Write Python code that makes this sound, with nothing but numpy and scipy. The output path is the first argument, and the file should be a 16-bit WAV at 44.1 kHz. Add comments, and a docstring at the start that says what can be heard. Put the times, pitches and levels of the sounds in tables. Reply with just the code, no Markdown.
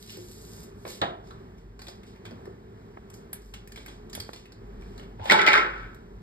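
"""Throughout, distant machinery hums: a wavering low throb (sine) over a broad drone (shaped noise).
From the start, charcoal lumps turned by hand in a sheet-metal grill tray rub (gritty noise), click and
knock (noise bursts through resonances); midway, two of them clink on a steel rod (narrow modes).
Near the end a heap tumbles: blows and a rattle of random taps ring the tray modes.
The tray is on the floor of a small hard room; a handheld phone listens through two ports."""
import sys
import numpy as np
from scipy import signal
from scipy.fft import rfft, irfft, next_fast_len
from scipy.io import wavfile
from scipy.ndimage import uniform_filter1d, map_coordinates

SR = 44100
rng = np.random.default_rng(int(sys.argv[2]) if len(sys.argv) > 2 else 0)


def master(y):
    """Save y as 16-bit WAV."""
    cut = np.clip(np.atleast_2d(y).T, -1, 1)
    pcm = np.round(cut * 32767)  # scale
    wavfile.write(sys.argv[1], SR, pcm.astype(np.int16))


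N = 274302


def amp(db):
    """Gain of a level in dB."""
    return 10 ** (np.asarray(db) / 20)


def unit(x):
    """x at rms 1."""
    return x / np.sqrt(np.mean(x ** 2) + 1e-20)


def along(points, f_hz):
    """(f/Hz, value) points interpolated on a log frequency axis."""
    knots_hz, values = np.transpose(points)
    return np.interp(np.log(f_hz + 1), np.log(knots_hz + 1), values)


def curve(rows):
    """(t/s, value) rows interpolated to one value per sample."""
    t_s, values = np.transpose(rows)
    return np.interp(np.arange(N) / SR, t_s, values)


def gate(rows):
    """1 while the table lasts, else 0."""
    t_s = np.arange(N) / SR
    return (t_s > rows[0][0]) & (t_s < rows[-1][0])


def wobble(rate_hz):
    """Smooth random curve with rate_hz knots a second."""
    knots = rng.standard_normal(int(N * rate_hz / SR) + 4)
    return map_coordinates(knots, [np.arange(N) * rate_hz / SR])


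def filtered(x, response):
    """x times a complex response of frequency."""
    size = next_fast_len(x.shape[-1] + 8192)
    spectrum = rfft(x, size) * response(np.fft.rfftfreq(size, 1 / SR))
    return irfft(spectrum, size)[..., :x.shape[-1]]


def mode(f, f_hz, width_hz):
    """Causal resonance of gain 1 at its top."""
    return 1j * f * width_hz / (f_hz * f_hz - f * f + 1j * f * abs(width_hz))


def modes(f, rows):
    """Sum of (f/Hz, width/Hz, level/dB) modes of alternating sign."""
    return sum((-1) ** k * amp(db) * mode(f, f_hz, width_hz)
               for k, (f_hz, width_hz, db) in enumerate(rows))


def tilt(f, db_per_octave):
    """Slope about 3 kHz, flat below 300 Hz."""
    return amp(db_per_octave * np.log2(np.maximum(f, 300) / 3000))


# room decay: f/Hz, t60/s
ROOM_DECAY = [(150, 0.71), (1000, 0.5), (2800, 0.36), (7300, 0.24), (15000, 0.069)]


def echoed(x, wet_db):
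    """x plus a fresh noise tail on each path; each frequency dies at its own speed."""
    noise = rng.standard_normal((2, SR * 2 // 3))
    f_hz, t_s, z = signal.stft(noise, SR, nperseg=256)
    decay = amp(-60 * t_s / along(ROOM_DECAY, f_hz)[:, None])
    tail = signal.istft(z * decay, SR, nperseg=256)[1]
    tail = np.pad(tail / np.linalg.norm(tail[0]), ((0, 0), (130, 0)))  # 2.9 ms to the first reflection
    wet = signal.fftconvolve(x, tail, axes=1)
    direct = np.pad(x, ((0, 0), (0, wet.shape[1] - x.shape[1])))
    return amp(wet_db) * wet + direct


def add(track, sound, t_s):
    """Lays a sound on the track from t_s."""
    part = track[:, round(t_s * SR):][:, :sound.shape[1]]
    part += sound[:, :part.shape[1]]


def burst(peak_db, t60_s, rise_s, response):
    """Contact noise on two paths that swells, dies and is coloured by what it shakes."""
    t_s = np.arange(SR // 5) / SR
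    rise = 1 - np.exp(-t_s / max(rise_s, 1e-4))
    envelope = rise * amp(-60 * t_s / max(t60_s, .002))
    puff = filtered(rng.standard_normal((2, len(t_s))) * envelope, response)
    return amp(peak_db) * puff / np.abs(puff).max(axis=1, keepdims=True)


# low throb before wobble: t/s, rms level/dB
THROB_LEVEL = [(0.0, -64), (0.45, -54), (1.07, -64), (1.33, -52), (1.44, -60), (1.66, -47), (2.03, -57),
               (3.31, -61.5), (3.46, -49.5), (4.56, -56.5), (4.66, -44.5), (5.06, -45), (5.51, -62),
               (5.54, -51), (5.85, -43.5), (6.01, -56), (6.17, -44), (6.22, -57)]
# drone before wobble: t/s, rms level/dB
DRONE_LEVEL = [(0, -48.5), (1.2, -47), (2.5, -47.5), (3.5, -48.5), (4.4, -48.5), (5.1, -46), (5.8, -46),
               (6.22, -49.5)]
# drone spectrum: f/Hz, relative level/dB
DRONE_SPECTRUM = [(25, -38), (60, 2.5), (85, -10), (106, 4.5), (130, -6.5), (210, -1), (300, -12),
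                  (400, -1), (520, -18), (900, -17.5), (1700, -24.5), (2600, -32.5), (6000, -40),
                  (10000, -51.5), (16000, -46.5)]


def hum():
    """Distant machinery: a sine wavering about 46 Hz over noise with a few soft humps."""
    throb_amp = np.sqrt(2) * amp(curve(THROB_LEVEL) + 2.2 * wobble(6))
    throb_hz = 46 + 3.5 * wobble(14)
    throb = throb_amp * np.sin(2 * np.pi * np.cumsum(throb_hz) / SR)
    noise = rng.standard_normal((2, N))
    drone = unit(filtered(noise, lambda f: amp(along(DRONE_SPECTRUM, f))))
    return throb + amp(curve(DRONE_LEVEL) + 1.93 * wobble(4.954)) * drone


# fingers and lumps sliding: full strength t/s, swell/s, hold/s, dry level/dB, lightness of touch 0-1
RUBS = [(0.0, .01, 0.027, -56, .75), (0.103, .09, 0.036, -50, 0.13), (.226, 0.37, .4, -56, 1),
        (0.796, 0.11, 0.043, -66, 0.8), (0.88, 0.043, .045, -46, 0.55), (1.246, .035, 0.045, -66, 0),
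        (1.58, .03, .005, -71, 0), (1.832, .06, 0.077, -63, 0.4), (2.077, .07, 0.0045, -60.5, 0),
        (2.25, .01, .005, -63, .1), (3.136, .008, .005, -58.5, 1), (3.416, 0.17, 0.08, -68.5, .9),
        (3.543, .005, 0.018, -62.5, 0), (3.77, 0.13, 0.035, -60, 0), (3.86, .014, 0.06, -59, 0),
        (4.144, .04, .005, -56, 0.1), (4.2, .008, 0.11, -64.5, .5), (4.364, .05, .005, -55, 0),
        (4.811, .02, 0.12, -68, 0), (4.994, .1, .005, -64.5, .1), (5.256, .04, .04, -55, .6)]
# sliding noise before tilt: f/Hz, relative level/dB
GRIT_SPECTRUM = [(300, -35), (1000, -15), (2500, -1), (5000, 5.5), (9000, -1), (13000, -4), (16000, -26.5)]


def rubbing():
    """Porous faces slide: hiss broken by clumps of crumbling grit, brighter when the touch is light."""
    swell_db, fade_db_per_s = 24.5, 199.5  # climb over the swell; fall after the hold
    crumb_chance = 90 / SR * amp(5 * wobble(12))
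    crumbs = (rng.random(N) < crumb_chance) * rng.exponential(size=N)
    grit = 1 + 0.99 * signal.lfilter([1], [1, -.985], crumbs)  # time constant 1.5 ms

    def hiss(db_per_octave):
        """Gritty noise of one brightness."""
        noise = grit * rng.standard_normal((2, N))
        return unit(filtered(noise, lambda f: amp(along(GRIT_SPECTRUM, f)) * tilt(f, db_per_octave)))

    dull, keen = hiss(-4.5), hiss(3.5)
    t_s, power = np.arange(N) / SR, np.zeros((2, N))
    for full_s, swell_s, hold_s, db, light in RUBS:
        before_db = np.maximum(swell_db * (full_s - t_s) / max(swell_s, .002), 0)
        after_db = fade_db_per_s * np.maximum(t_s - full_s - hold_s, 0)
        share = np.clip(light, 0, 1)
        power += np.outer([1 - share, share], amp(db - before_db - after_db) ** 2)
    rubs = np.sqrt(power[0]) * dull + np.sqrt(power[1]) * keen
    return echoed(rubs, wet_db=-2.5)[:, :N]


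# lump against lump: t/s, dry peak level/dB, ring f/Hz, ring over crack/dB, brightness/(dB/octave)
CLICK_EVENTS = [(0.061, -43, 8070, 8, -2), (0.0946, -35.5, 2960, 20, -3.5), (0.1193, -40, 4840, 11, 2),
                (0.1694, -38.5, 5270, 5, -1), (1.3058, -42, 3780, 27, -12.5), (1.5803, -51.5, 2290, 0, -5),
                (1.7915, -36, 4450, 15, -8.5), (1.817, -35, 4550, 16, -7.5), (1.8676, -35, 3520, 20, -7.5),
                (1.882, -31, 4750, 12.5, -7.5), (2.0322, -44.5, 2290, 7, -5.5), (2.158, -48, 2280, 6, -7),
                (2.252, -34.5, 3400, 15.5, -8.5), (2.2615, -37.5, 3480, 16, -8.5),
                (2.3075, -40, 4740, 11, -9.5), (2.4538, -39.5, 2120, -16, -7), (3.1, -42.5, 8260, 2, -3.5),
                (3.1389, -38.5, 5270, 5, -1), (3.3293, -26, 10800, 14.5, -3.5),
                (3.5376, -31.5, 2900, 12, -4.5), (3.674, -39, 2120, 9, 1), (3.7196, -36.5, 2300, 10, -0.5),
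                (3.7589, -34.5, 2280, 9, -4.5), (3.7744, -35, 3470, 21, -11), (3.8604, -32.5, 2200, 1, -2),
                (3.8803, -34, 4100, 6, -8), (4.0966, -41, 3590, 7, -3.5), (4.13, -30, 4730, 6, -3),
                (4.15, -24.5, 5000, -2.5, -3), (4.2004, -24.5, 4650, 17, -2),
                (4.332, -30.5, 4580, 10, -6.5), (4.455, -42, 2700, 13, -5.5), (4.5202, -41.5, 4530, 21, -8),
                (4.82, -43.5, 2340, 8, -9), (4.977, -38, 4300, 17.5, -9.5), (4.995, -37, 3100, 17, -9.5),
                (5.0308, -44.5, 2950, 18, -7.5), (5.3185, -7.5, 4570, 6, -9.5),
                (5.9456, -45.5, 2420, 7, 2.5)]


def clicks():
    """Each click cracks broadly and rings its own brittle lump; a small lump radiates no bass."""
    t60_s, t60_s_per_dull_db, rise_s = .032, .002, .001  # duller contacts last longer
    track = np.zeros((2, N))
    overtones = np.exp(rng.uniform(-0.42, 0.89, (len(CLICK_EVENTS), 4)))  # ratios, own set per lump
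    for (t_s, peak_db, ring_hz, ring_db, bright), ratios in zip(CLICK_EVENTS, overtones):

        def lump(f):
            """Crack with overtones, plus the main ring."""
            partials = sum(mode(f, k * ring_hz, k * ring_hz / 18) for k in ratios)
            brittle = mode(f, 4200, 25000) ** 2 + amp(5.0) * partials
            ring = tilt(ring_hz, bright) * amp(ring_db) * mode(f, ring_hz, ring_hz / 8)
            return tilt(f, bright) * brittle + ring

        click = burst(peak_db, t60_s - t60_s_per_dull_db * bright, rise_s, lump)
        add(track, echoed(click, wet_db=-5.0), t_s)
    return track


# lump set down or bumped: t/s, dry peak level/dB, thud f/Hz, thud over crack/dB,
# contact hardness as top f/Hz, contact t60/s, room level/dB
KNOCK_EVENTS = [(.165, -35.5, 340, 37, 1000, 0.13, -7.5), (.851, -27, 1880, -18, 3730, 0.024, -3),
                (.862, -32, 388, 5, 1560, 0.054, -14), (1.0146, -16, 3350, 3.5, 4600, 0.033, -6),
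                (1.017, -15, 660, -3, 2030, 0.098, -7.5), (1.306, -39, 1280, 33, 3000, 0.043, -4.5),
                (2.315, -37, 248, 13, 1400, 0.026, -7), (2.465, -30.5, 400, 16, 1210, 0.074, -10),
                (2.97, -33.5, 670, 2, 2000, 0.033, -31), (4.176, -31, 90, 18, 925, 0.026, -20),
                (4.29, -29.5, 710, -15, 1800, 0.019, -18), (5.196, -33, 1340, -5, 1770, 0.016, -9),
                (5.2, -33, 98, 17, 900, 0.036, -23), (5.305, -27, 200, 11, 900, .06, -6)]


def knocks():
    """A softer contact passes less treble; the tray floor answers with one broad thud."""
    rise_per_t60 = .065
    track = np.zeros((2, N))
    for t_s, peak_db, thud_hz, thud_db, top_hz, t60_s, room_db in KNOCK_EVENTS:

        def struck(f):
            """Treble-limited contact plus thud."""
            soft = mode(f, 820, 2100) / (1 + 1j * f / top_hz * 1.97 - (f / top_hz) ** 2) ** 2
            return soft + amp(thud_db) * mode(f, thud_hz, thud_hz / 2.5) ** 2

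        knock = burst(peak_db, t60_s, rise_per_t60 * t60_s, struck)
        add(track, echoed(knock, room_db), t_s)
    return track


# lump meets the rod: t/s, dry peak level/dB
CLINK_EVENTS = [(3.3303, -24.5), (4.1505, -32)]
# steel grill rod modes: f/Hz, width/Hz, relative level/dB
ROD_MODES = [(1660, 49, -8), (3560, 170, -19), (5910, 200, -16.5), (7670, 130, -18), (8800, 200, -17),
             (11070, 170, 5.5), (12400, 250, -12), (13000, 250, -13), (14100, 250, -4.5)]


def clinks():
    """A very short contact leaves only the narrow modes of the steel."""
    track = np.zeros((2, N))
    for t_s, peak_db in CLINK_EVENTS:
        clink = burst(peak_db, 0.0095, 0.00045, lambda f: modes(f, ROD_MODES))
        add(track, echoed(clink, wet_db=-3.5), t_s)
    return track


# sheet-metal tray modes: f/Hz, width/Hz, relative level/dB
TRAY_MODES = [(380, 170, -5.5), (861, 24.6, 7), (1034, 39, -2), (1319, 18, 6), (1493, 84, -7.5),
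              (1900, 33, -1.5), (2283, 30, -11), (3780, 120, -2), (4500, 32, -15.5), (4900, 130, -10.5)]
# tray between its modes, before an offset: f/Hz, relative level/dB
TRAY_SLAB = [(110, -68.5), (180, -12), (400, -7.5), (800, -1.5), (1800, -3), (3200, -1.5), (6000, -17.5),
             (10000, -38.5), (16000, -73)]


def tray(f):
    """Sheet-metal modes on a broad slab response."""
    return amp(along(TRAY_SLAB, f) - 5.5) + modes(f, TRAY_MODES)


# lumps strike the tray wall: t/s, dry peak level/dB, nearest panel f/Hz, crack over ring/dB
BLOW_EVENTS = [(5.256, -23.5, 600, -8), (5.298, -4.5, 2038, -12.5), (5.309, -3.5, 2270, -3),
               (5.318, -3, 1485, -7.5), (5.331, -14, 930, -13.5), (5.337, -18.5, 970, -11),
               (5.343, -13.5, 876, -17.5), (5.349, -19.5, 1030, -13.5), (5.392, -10, 2000, -9),
               (5.416, -11.5, 1420, -7), (5.464, -9.5, 1920, 1.5), (5.473, -6.5, 2010, -14),
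               (5.484, -7.5, 2190, -9), (5.531, -6.5, 2250, -7), (5.538, -10, 1416, -10),
               (5.55, -9, 1300, -12.5), (5.577, -12, 2084, -9.5)]


def heap_hz():
    """The heap rattles on the panel struck last, then settles mid-tray."""
    start_hz, rest_hz, settle_s, shift_s = 880, 1610, .05, .01
    blow_s = [row[0] for row in BLOW_EVENTS]
    panels_hz = [start_hz] + [row[2] for row in BLOW_EVENTS] + [rest_hz]
    latest = np.searchsorted(blow_s + [blow_s[-1] + settle_s], np.arange(N) / SR)
    return uniform_filter1d(np.array(panels_hz, float)[latest], max(round(shift_s * SR), 1))


# heap rolling, drive before the tray: t/s, relative level/dB
TUMBLE_LEVEL = [(5.17, -67), (5.2, -49.5), (5.288, -31.5), (5.302, -24), (5.39, -25), (5.46, -30.5),
                (5.476, -13.5), (5.502, -24.5), (5.556, -19.5), (5.676, -41.5), (5.82, -47), (6.0, -69)]
# tray regions that take turns: f/Hz, width/Hz, relative level/dB
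TRAY_PANELS = [(850, 240, 3), (1503, 880, 1.5), (2103, 980, -4)]


def tumble():
    """Hard blows on the tray over a scrape and rattle of small lumps that wanders between panels."""
    track = np.zeros((2, N))
    for t_s, peak_db, panel_hz, crack_db in BLOW_EVENTS:

        def shaken(f):
            """Bright crack of the whole tray plus ring of the panel."""
            return amp(crack_db) * tray(f) * tilt(f, 1.7) + mode(f, panel_hz, 280) ** 2

        add(track, echoed(burst(peak_db, 0.02, 0.00083, shaken), wet_db=-7.5), t_s)

    hits = (rng.random(N) < 350 / SR) * amp(2.74 * rng.exponential(size=N))  # about 350 a second
    taps = unit((.15 + hits) * rng.standard_normal((2, N)))  # .15: steady scrape
    driven = taps * amp(curve(TUMBLE_LEVEL)) * gate(TUMBLE_LEVEL)
    rattle = amp(8.5) * filtered(driven, tray)
    place_hz = heap_hz()
    for f_hz, width_hz, db in TRAY_PANELS:
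        near = np.exp(-(np.log(place_hz / f_hz) / .24) ** 2)
        panel = lambda f: tray(f) * mode(f, f_hz, width_hz) ** 2
        strength = amp(db) / np.std(filtered(taps, panel))
        rattle = rattle + strength * filtered(driven * near, panel)
    return track + echoed(rattle, wet_db=-4.0)[:, :N]


def scene():
    """Two paths of the same scene; their noise is independent."""
    return hum() + rubbing() + clicks() + knocks() + clinks() + tumble()


# likeness of the ports: f/Hz, correlation 0-1
PORT_LIKENESS = [(40, 1), (300, 1), (700, 0.84), (1100, 0.47), (1450, 0.54), (2000, 0.43), (2800, 0.8),
                 (4600, 0.48), (6000, 1), (15000, 1)]
# left port leads: f/Hz, phase/rad
LEFT_LEAD = [(0, 0), (1100, -3), (1500, -1.7), (1800, 0), (2700, 2.9), (4900, 1.2), (6000, 3.2),
             (14600, 15.7), (16500, 18.4)]
# left over right: f/Hz, level/dB
LEFT_FAVOUR = [(300, 0), (850, -2.5), (1500, 0.5), (3000, -0.8), (4600, -3.5), (5800, 0)]
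# microphone treble: f/Hz, gain/dB
MIC_RESPONSE = [(14000, 0), (15500, -5), (15900, -16), (16500, -30)]


def record(dry):
    """Ports share the paths in part; the phone body shifts phase; peaks round off; treble is cut."""
    top_hz, ceiling = 16500, .93

    def mix(f):
        """Gains of the shared and opposed paths."""
        turn = np.arccos(np.clip(along(PORT_LIKENESS, f), -1, 1)) / 2
        return np.array([np.cos(turn), np.sin(turn)])

    def sides(f):
        """Half the level and phase difference to each port."""
        phase_rad = np.interp(f, *np.transpose(LEFT_LEAD))
        half = amp(along(LEFT_FAVOUR, f) / 2) * np.exp(1j * phase_rad / 2)
        return np.array([half, 1 / half])

    shared, apart = filtered(dry, mix)
    ports = filtered(np.array([shared + apart, shared - apart]), sides)
    ports = ports / (1 + np.abs(ports / ceiling) ** 6) ** (1 / 6)  # input stage
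    return filtered(ports, lambda f: amp(along(MIC_RESPONSE, f)) * (f < top_hz))


dry = scene()
out = record(dry)
master(out)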